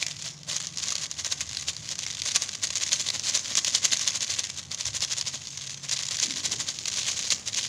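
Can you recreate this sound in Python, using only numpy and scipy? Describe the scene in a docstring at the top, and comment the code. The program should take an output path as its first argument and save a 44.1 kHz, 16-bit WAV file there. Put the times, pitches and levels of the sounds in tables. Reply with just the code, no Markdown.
"""A plastic sachet of coarse salt is shaken and kneaded over a bowl, close by in a small hard room.
Each shake throws the salt against the plastic film. Each squeeze makes the creases crackle and snap,
and a few times a whole panel pops through. Loose grains patter on the heap or slide with a hiss.
Far traffic drones outside, and the two hands bump softly now and then."""
import sys
import numpy as np
from scipy import signal
from scipy.fft import next_fast_len
from scipy.io import wavfile

SR = 44100
rng = np.random.default_rng(int(sys.argv[2]) if len(sys.argv) > 2 else 0)


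def dump(signal):
    """Clip the signal to [-1, 1] and save it as 16-bit WAV at the path in sys.argv[1]."""
    limited = np.clip(np.atleast_2d(signal).T, -1, 1)
    pcm = np.round(limited * 32767).astype(np.int16)
    wavfile.write(sys.argv[1], SR, pcm)


N = 338864
T = np.arange(N) / SR

# tone of the crackling film: (frequency [Hz], relative level [dB])
FILM_TONE = [(100, -38), (350, -26), (800, -21), (1400, -15.5), (2200, -7), (3500, 1), (5500, 1.5),
             (6500, 4.5), (7200, 1), (8100, -10.5), (9800, -9.5), (11500, -18.5), (15500, -20.5)]
# hollow resonances of the sachet between the hands: (frequency [Hz], width [Hz], boost [dB])
SACHET_RESONANCES = [(569, 256, 11), (1093, 286, 7.5), (1577, 184, 4), (2014, 360, 4.5)]


def amp(db):
    """Turns decibels into a gain."""
    return 10 ** (np.asarray(db) / 20)


def unit(x):
    """Scales a signal to an average strength (rms) of 1."""
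    return x / np.sqrt(np.mean(x ** 2) + 1e-20)


def read(points, hz):
    """Looks up a table's value at hz, on a log-frequency axis."""
    f, value = np.transpose(points)
    return np.interp(np.log(hz + 1), np.log(f + 1), value)


def add(mix, s, sound):
    """Mixes a sound in at s seconds."""
    part = mix[max(round(s * SR), 0):][:len(sound)]
    part += sound[:len(part)]


def colour(points, resonances=(), size=2048):
    """Builds a filter (an impulse response of energy 1) with the given tone and resonances."""
    hz = abs(np.fft.fftfreq(size, 1 / SR))
    boost_db = sum(lift / (1 + (2 * (hz - f) / width) ** 2) for f, width, lift in resonances)
    log_gain = np.log(amp(read(points, hz) + boost_db))
    spectrum = np.exp(np.conj(signal.hilbert(log_gain)))  # minimum phase keeps clicks sharp
    response = np.fft.ifft(spectrum).real[:size // 2]
    return response / np.linalg.norm(response)


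def through(x, response):
    """Filters a signal and keeps its length."""
    return signal.oaconvolve(x, response)[:len(x)]


def steadied(x, steady_s):
    """Evens out the strength to about 1 over any stretch of steady_s."""
    window = signal.windows.hann(int(2 * steady_s * SR) + 2)
    power = signal.oaconvolve(x ** 2, window / window.sum(), "same")
    return x / np.sqrt(abs(power) + 1e-9)


def dulled(x, edge_hz):
    """Softens everything above edge_hz."""
    return signal.sosfilt(signal.butter(2, edge_hz, fs=SR, output="sos"), x)


def murmur(width_hz):
    """Smooth random wavering (complex numbers); more width makes it faster."""
    hz = np.fft.fftfreq(next_fast_len(N), 1 / SR)
    phases = np.exp(2j * np.pi * rng.random(len(hz)))
    waver = np.fft.ifft(phases / (1 + (hz / width_hz) ** 4))[:N]
    return waver / np.std(waver)


def swelling(texture, s, width_s, db, hz, glide):
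    """A gliding pitch, roughened by texture, that swells up to time s and fades."""
    tone = np.exp(2j * np.pi * np.cumsum(hz + glide * (T - s)) / SR)
    return amp(db) * np.exp(-.5 * ((T - s) / width_s) ** 2) * unit((tone * texture).real)


def grains(per_s, spread_db, ring_s, steady_s, click=1.08, top_hz=9000, size=220):
    """An even stream of tiny cracks, each a click with its own strength, pitch and short ring."""
    chance = rng.random((4, N))
    at = np.flatnonzero(chance[0] < per_s / SR)
    heft, pitch, ring = chance[1:, at, None]
    t = np.arange(size) / SR
    decay = ring_s * (.5 + ring)
    gain = amp(spread_db * np.minimum(-np.log(1 - heft), 4)) * (-1) ** at[:, None]
    cracks = gain * (np.exp(-t / decay) * np.cos(2 * np.pi * top_hz * pitch * t) + click * (t == 0))
    stream = np.bincount((at[:, None] + np.arange(size)).ravel(), cracks.ravel(), N + size)[:N]
    return steadied(stream, steady_s)


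def kneading(grip_s=.0076, relax_s=.0058, held_db=-45.5, rest_db=-8.5):
    """How hard the fingers work the film: each squeeze tightens, holds and lets go."""
    # squeezes of the fingers: (start [s], length [s], level [dB])
    squeezes = [(0.057, 0.057, -37), (0.187, 0.12, -41.5), (0.486, 0.17, -36), (0.782, 0.28, -37),
                (1.49, .14, -38), (1.845, 0.11, -41.5), (1.98, 0.22, -37.5), (2.236, 0.087, -31.5),
                (2.474, 0.079, -37), (2.655, 0.32, -34), (3.222, 0.31, -37), (3.653, 0.5, -37),
                (4.219, 0.15, -35), (4.427, 0.075, -34), (4.803, 0.437, -45), (5.56, 0.21, -40),
                (5.885, 0.47, -34.5), (6.39, 0.23, -39.5), (6.859, 0.42, -34.5), (7.507, 0.18, -34.5)]
    # the film goes quieter while the hands change grip: (start [s], end [s])
    rests = [(.31, 0.51), (2.56, 2.64), (4.661, 4.71), (5.78, 5.84), (7.35, 7.53)]
    power = amp(held_db) ** 2
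    for s, length, db in squeezes:
        tighten = np.clip((T - s) / grip_s + .5, 0, 1)
        relax = np.exp(-np.maximum(T - s - length, 0) / relax_s)
        power = power + (amp(db) * tighten * relax) ** 2
    resting = sum(np.clip(np.minimum(T - start, end - T) / grip_s, 0, 1) for start, end in rests)
    return np.sqrt(power) * amp(rest_db * resting)


def film_crackle(gain_db=-1, flurries_per_s=210, spread_db=3.6, flurry_s=.0022, floor=.2):
    """Creases give way in little avalanches: one crack sets off a flurry a few milliseconds long."""
    starts = rng.random(N) < flurries_per_s / SR
    strengths = amp(spread_db * np.minimum(rng.exponential(1, N), 2))
    flurries = signal.lfilter([1], [1, -np.exp(-1 / (flurry_s * SR))], starts * strengths) + floor
    cracks = grains(per_s=6500, spread_db=2.5, ring_s=.00025, steady_s=.004)
    crackle = through(steadied(flurries * cracks, steady_s=.057), colour(FILM_TONE, SACHET_RESONANCES))
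    return amp(gain_db) * kneading() * dulled(crackle, edge_hz=11000)


def salt_trickle(patter_db=-3.5):
    """Loose grains patter on the heap; now and then some slide along the film with a thin hiss."""
    # tone of grains landing: (frequency [Hz], relative level [dB])
    landing_tone = [(300, -16), (1500, -20.5), (3500, -7.5), (6800, -2), (8500, -17.5), (12000, -31),
                    (16000, -27)]
    # flow of loose grains: (time [s], level [dB])
    flow = [(0, -54), (.28, -43.5), (.42, -57.5), (3.6, -38.5), (4.68, -71), (5.5, -43.5), (5.85, -49.5),
            (7.36, -35), (7.44, -47), (7.68, -41)]
    # sliding salt: (loudest at [s], swell width [s], level [dB], pitch [Hz], glide [Hz/s])
    slides = [(.33, .07, -53, 5500, -1), (5.599, 0.16, -47, 6400, -1000), (6.75, 0.19, -49, 6740, -1)]
    patter = through(grains(per_s=1500, spread_db=4.5, ring_s=.00023, steady_s=.058), colour(landing_tone))
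    out = amp(patter_db + np.interp(T, *np.transpose(flow))) * patter
    hiss = murmur(width_hz=370)
    for slide in slides:
        out += swelling(hiss, *slide)
    return out


def far_traffic(waver=.35):
    """Far engines drone in and out of the street's rumble."""
    # tone of the rumble: (frequency [Hz], relative level [dB])
    street_tone = [(20, -29), (45, -19), (65, -16.5), (90, 3), (135, 0), (200, -5), (300, -12),
                   (450, -17.5), (1000, -20.5), (4000, -30), (15000, -55)]
    # slow swell of the rumble: (time [s], level [dB])
    swell = [(0, -52.5), (4, -51), (5.6, -53), (7.68, -51)]
    # engines: (loudest at [s], swell width [s], level [dB], pitch [Hz], glide [Hz/s])
    engines = [(.4, 0.4, -52.5, 146, 7.5), (.45, .4, -54.5, 165, 14), (1.717, 0.35, -56, 141, 2.5),
               (1.6, 0.69, -57, 80, 6), (5.63, 0.51, -53.5, 139, 0.5)]
    rumble = through(rng.standard_normal(N), colour(street_tone, size=8192))
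    out = amp(np.interp(T, *np.transpose(swell))) * rumble
    for engine in engines:
        out += swelling(1 + waver * murmur(width_hz=4), *engine)
    return out


def salt_shakes(gain_db=-2.5, body_hz=1900):
    """Salt hits the film in a dense spray and settles; a gentle shake lasts longer and sounds deeper."""
    # shakes, in bouts of about 13 a second: (loudest at [s], level [dB])
    shakes = [(0.023, -31), (.262, -32.5), (0.498, -29), (.529, -30), (.837, -29.5), (.883, -31.5),
              (.99, -45), (1.034, -30), (1.198, -29.5), (1.264, -28.5), (1.323, -27), (1.413, -33),
              (1.693, -25.5), (1.917, -31), (2.275, -26.5), (2.362, -18), (2.431, -26.5), (2.642, -23.5),
              (2.826, -27), (2.931, -23), (3.006, -23.5), (3.074, -28), (3.152, -27), (3.262, -28),
              (3.291, -24), (3.358, -20.5), (3.51, -31), (3.582, -19), (3.679, -23.5), (3.754, -19),
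              (3.851, -22.5), (3.932, -19), (4.022, -26.5), (4.083, -24.5), (4.16, -25.5), (4.228, -26.5),
              (4.309, -25.5), (4.393, -27.5), (4.586, -31.5), (4.728, -34.5), (4.802, -31.5),
              (4.875, -27.5), (4.961, -25.5), (5.03, -23.5), (5.119, -26), (5.185, -27.5), (5.279, -27.5),
              (5.346, -31), (5.847, -35.5), (5.931, -25), (6.124, -31), (6.236, -23), (6.376, -29),
              (6.454, -22), (6.527, -25.5), (6.609, -26), (6.691, -27), (6.987, -26.5), (7.089, -23),
              (7.32, -21), (7.48, -28), (7.585, -22.5)]
    # tone of salt hitting the film: (frequency [Hz], relative level [dB])
    salt_tone = [(80, -32.5), (250, -17), (420, -27.5), (800, -22), (1400, -19), (2200, -10.5), (3600, -2),
                 (5500, -2), (6400, 1), (7200, -1.5), (8100, -13), (9800, -13), (11500, -24.5),
                 (15500, -28.5)]
    usual_db, rise_s, fall_s, body_db = -27, .0073, .0072, 2.18  # an ordinary shake
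    briefer_per_db, body_per_db = .0288, -.4  # how a harder one differs
    high_power, low_power = np.zeros((2, N))
    for s, db in shakes:
        force_db = db - usual_db
        width_s = np.where(T < s, rise_s, fall_s) * np.exp(-briefer_per_db * force_db)
        from_peak = np.minimum(abs(T - s) / width_s, 20)
        swell = amp(db) ** 2 * np.exp(-.5 * from_peak ** 1.744)  # a slightly pointed bell curve
        high_power += swell
        low_power += swell * amp(body_db + body_per_db * force_db) ** 2
    hits = grains(per_s=7000, spread_db=5, ring_s=.00031, steady_s=.066)
    spray = through(hits, colour(salt_tone, SACHET_RESONANCES))
    low = dulled(spray, body_hz)
    return amp(gain_db) * (np.sqrt(high_power) * (spray - low) + np.sqrt(low_power) * low)


def panel_pops(sag_per_s=5):
    """A whole panel of the sachet flips; its pitch sags as the film goes slack."""
    # panels popping through: (time [s], level [dB], pitch [Hz], decay [s])
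    pops = [(.0265, -16, 2430, 0.0019), (.921, -31, 1220, 0.0047), (2.065, -24, 2200, 0.0024),
            (3.1, -30, 2080, .003)]
    out, t = np.zeros(N), np.arange(SR // 20) / SR
    for s, db, hz, decay in pops:
        phase = 2 * np.pi * np.cumsum(hz * np.exp(-sag_per_s * t)) / SR
        add(out, s, amp(db) * np.exp(-t / decay) * np.sin(phase))
    return out


def crease_snaps(click=.79, ring_cycles=2.3, flutter_gain=.36, flutter_s=.0031, size=900):
    """A crease flips with a click and a few cycles of its own pitch; the film around it flutters on."""
    # creases that stand out: (time [s], level of the first millisecond [dB], pitch [Hz])
    big_snaps = [(.027, -17.5, 3680), (0.0655, -19.5, 5440), (.433, -33, 4950), (0.565, -17.5, 6240),
                 (.6701, -21.5, 6300), (.7732, -21.5, 5550), (0.7839, -21.5, 5100), (0.905, -20.5, 5750),
                 (0.923, -18.5, 6800), (.9544, -19, 4340), (1.1135, -20.5, 6700), (1.247, -20, 5560),
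                 (1.3229, -16, 4350), (1.4075, -19.5, 6300), (1.413, -20, 6700), (1.5704, -19.5, 4430),
                 (1.6839, -18.5, 4570), (1.7662, -24.5, 4470), (1.89, -23.5, 4870), (1.9906, -20, 6100),
                 (2.065, -22, 5550), (2.219, -18.5, 4700), (2.4209, -15.5, 5500), (2.6325, -25, 5600),
                 (2.7556, -18, 6860), (2.7719, -19, 6600), (2.8356, -17.5, 6040), (2.8683, -24, 6550),
                 (2.9312, -13.5, 6500), (3.0874, -16.5, 3640), (3.1025, -16, 4550), (3.196, -19.5, 6000),
                 (3.351, -15, 5800), (3.374, -16.5, 5800), (3.5535, -14, 6130), (3.573, -12.5, 6100),
                 (3.6466, -16, 5900), (3.8481, -14, 6560), (3.8529, -9, 6650), (3.9718, -18, 6200),
                 (3.994, -20, 5680), (4.077, -11.5, 6500), (4.2072, -21, 5750), (4.393, -14, 6400),
                 (4.716, -22.5, 4600), (4.7464, -20.5, 6200), (4.8093, -20.5, 5850), (4.8549, -20, 5910),
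                 (4.9677, -24, 5690), (5.006, -22, 5500), (5.023, -22, 5480), (5.0484, -18.5, 5930),
                 (5.132, -22.5, 5750), (5.2121, -16.5, 4770), (5.2814, -24, 5100), (5.4716, -26.5, 4650),
                 (5.9134, -19.5, 6860), (5.9907, -20.5, 4800), (6.1698, -21, 5900), (6.2, -17, 6150),
                 (6.2283, -16, 5730), (6.7885, -23.5, 4700), (6.8564, -19.5, 4400), (6.8823, -18, 6860),
                 (7.1917, -20.5, 5990), (7.3042, -14.5, 4430)]
    per_s, over_kneading_db, middle_hz, range_octaves = 8, 7, 4450, 1.84  # small, random snaps
    at = rng.random(N) < per_s / SR
    pitches = middle_hz * 2 ** (range_octaves * (rng.random(N) - .5))
    small_snaps = zip(T[at], over_kneading_db + 20 * np.log10(kneading()[at]), pitches[at])
    out, t = np.zeros(N), np.arange(size) / SR
    film = colour(FILM_TONE, SACHET_RESONANCES)
    noise = dulled(rng.standard_normal(N + size), edge_hz=9000)
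    for s, db, hz in big_snaps + list(small_snaps):
        flip = np.exp(-hz * t / ring_cycles) * np.cos(2 * np.pi * hz * t) + click * (t == 0)
        flutter = flutter_gain * unit(noise[round(s * SR):][:size]) * np.exp(-t / flutter_s)
        snap = through(flip + flutter, film)
        add(out, s, amp(db) * snap / np.std(snap[:SR // 1000]))
    return out


def hand_bumps():
    """Hands and arms push and rub with dull thuds that swell and die without ringing."""
    # soft bumps: (time [s], level [dB], pitch [Hz], width [Hz], decay [s])
    bumps = [(1.78, -48, 148, 35, 0.046), (4.86, -44.5, 92.6, 30, 0.066), (6.28, -45, 258.7, 36, 0.044),
             (6.24, -47, 261.3, 140.4, 0.055), (6.47, -47.5, 280, 213, 0.067),
             (6.56, -41.5, 140, 32.41, 0.028), (7.31, -51, 189.6, 45, 0.021)]
    out = np.zeros(N)
    for s, db, hz, width, decay in bumps:
        age = np.maximum(T - s, 0) / decay
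        rub = unit((murmur(width) * np.exp(2j * np.pi * hz * T)).real)
        out += amp(db) * 2 * np.sqrt(age) * np.exp(-age) * rub
    return out


def room(x, echo_db=-11.5, gap_s=.0083):
    """Hard walls add a wash of duller echoes, each frequency dying at its own speed."""
    # ring of the room: (frequency [Hz], time to fade by 60 dB [s])
    ring_times = [(200, 1), (1000, 1), (4000, 0.17), (7000, 0.54), (14000, 0.91)]
    hz, t, bands = signal.stft(rng.standard_normal(SR), SR, nperseg=256)
    fade = amp(-60 * t / read(ring_times, hz)[:, None])
    tail = signal.istft(bands * fade, SR, nperseg=256)[1]
    tail = tail * (np.arange(len(tail)) > gap_s * SR)
    echoes = through(x, tail / np.linalg.norm(tail))
    return x + amp(echo_db) * dulled(echoes, edge_hz=8000)


def scene():
    """The sachet and the hands in the room, over the far street."""
    close = salt_shakes() + film_crackle() + crease_snaps() + panel_pops() + salt_trickle() + hand_bumps()
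    return (room(close) + far_traffic())[None]


def record(dry):
    """Overload rounds off the loudest snaps; then the very highest treble is cut."""
    ceiling, edge_hz = .8, 15750
    rounded = dry / (1 + (dry / ceiling) ** 4) ** (1 / 4)
    treble_cut = signal.firwin(401, edge_hz, window=("kaiser", 9), fs=SR)
    return signal.oaconvolve(rounded, treble_cut[None], "same")


dry = scene()
out = record(dry)
dump(out)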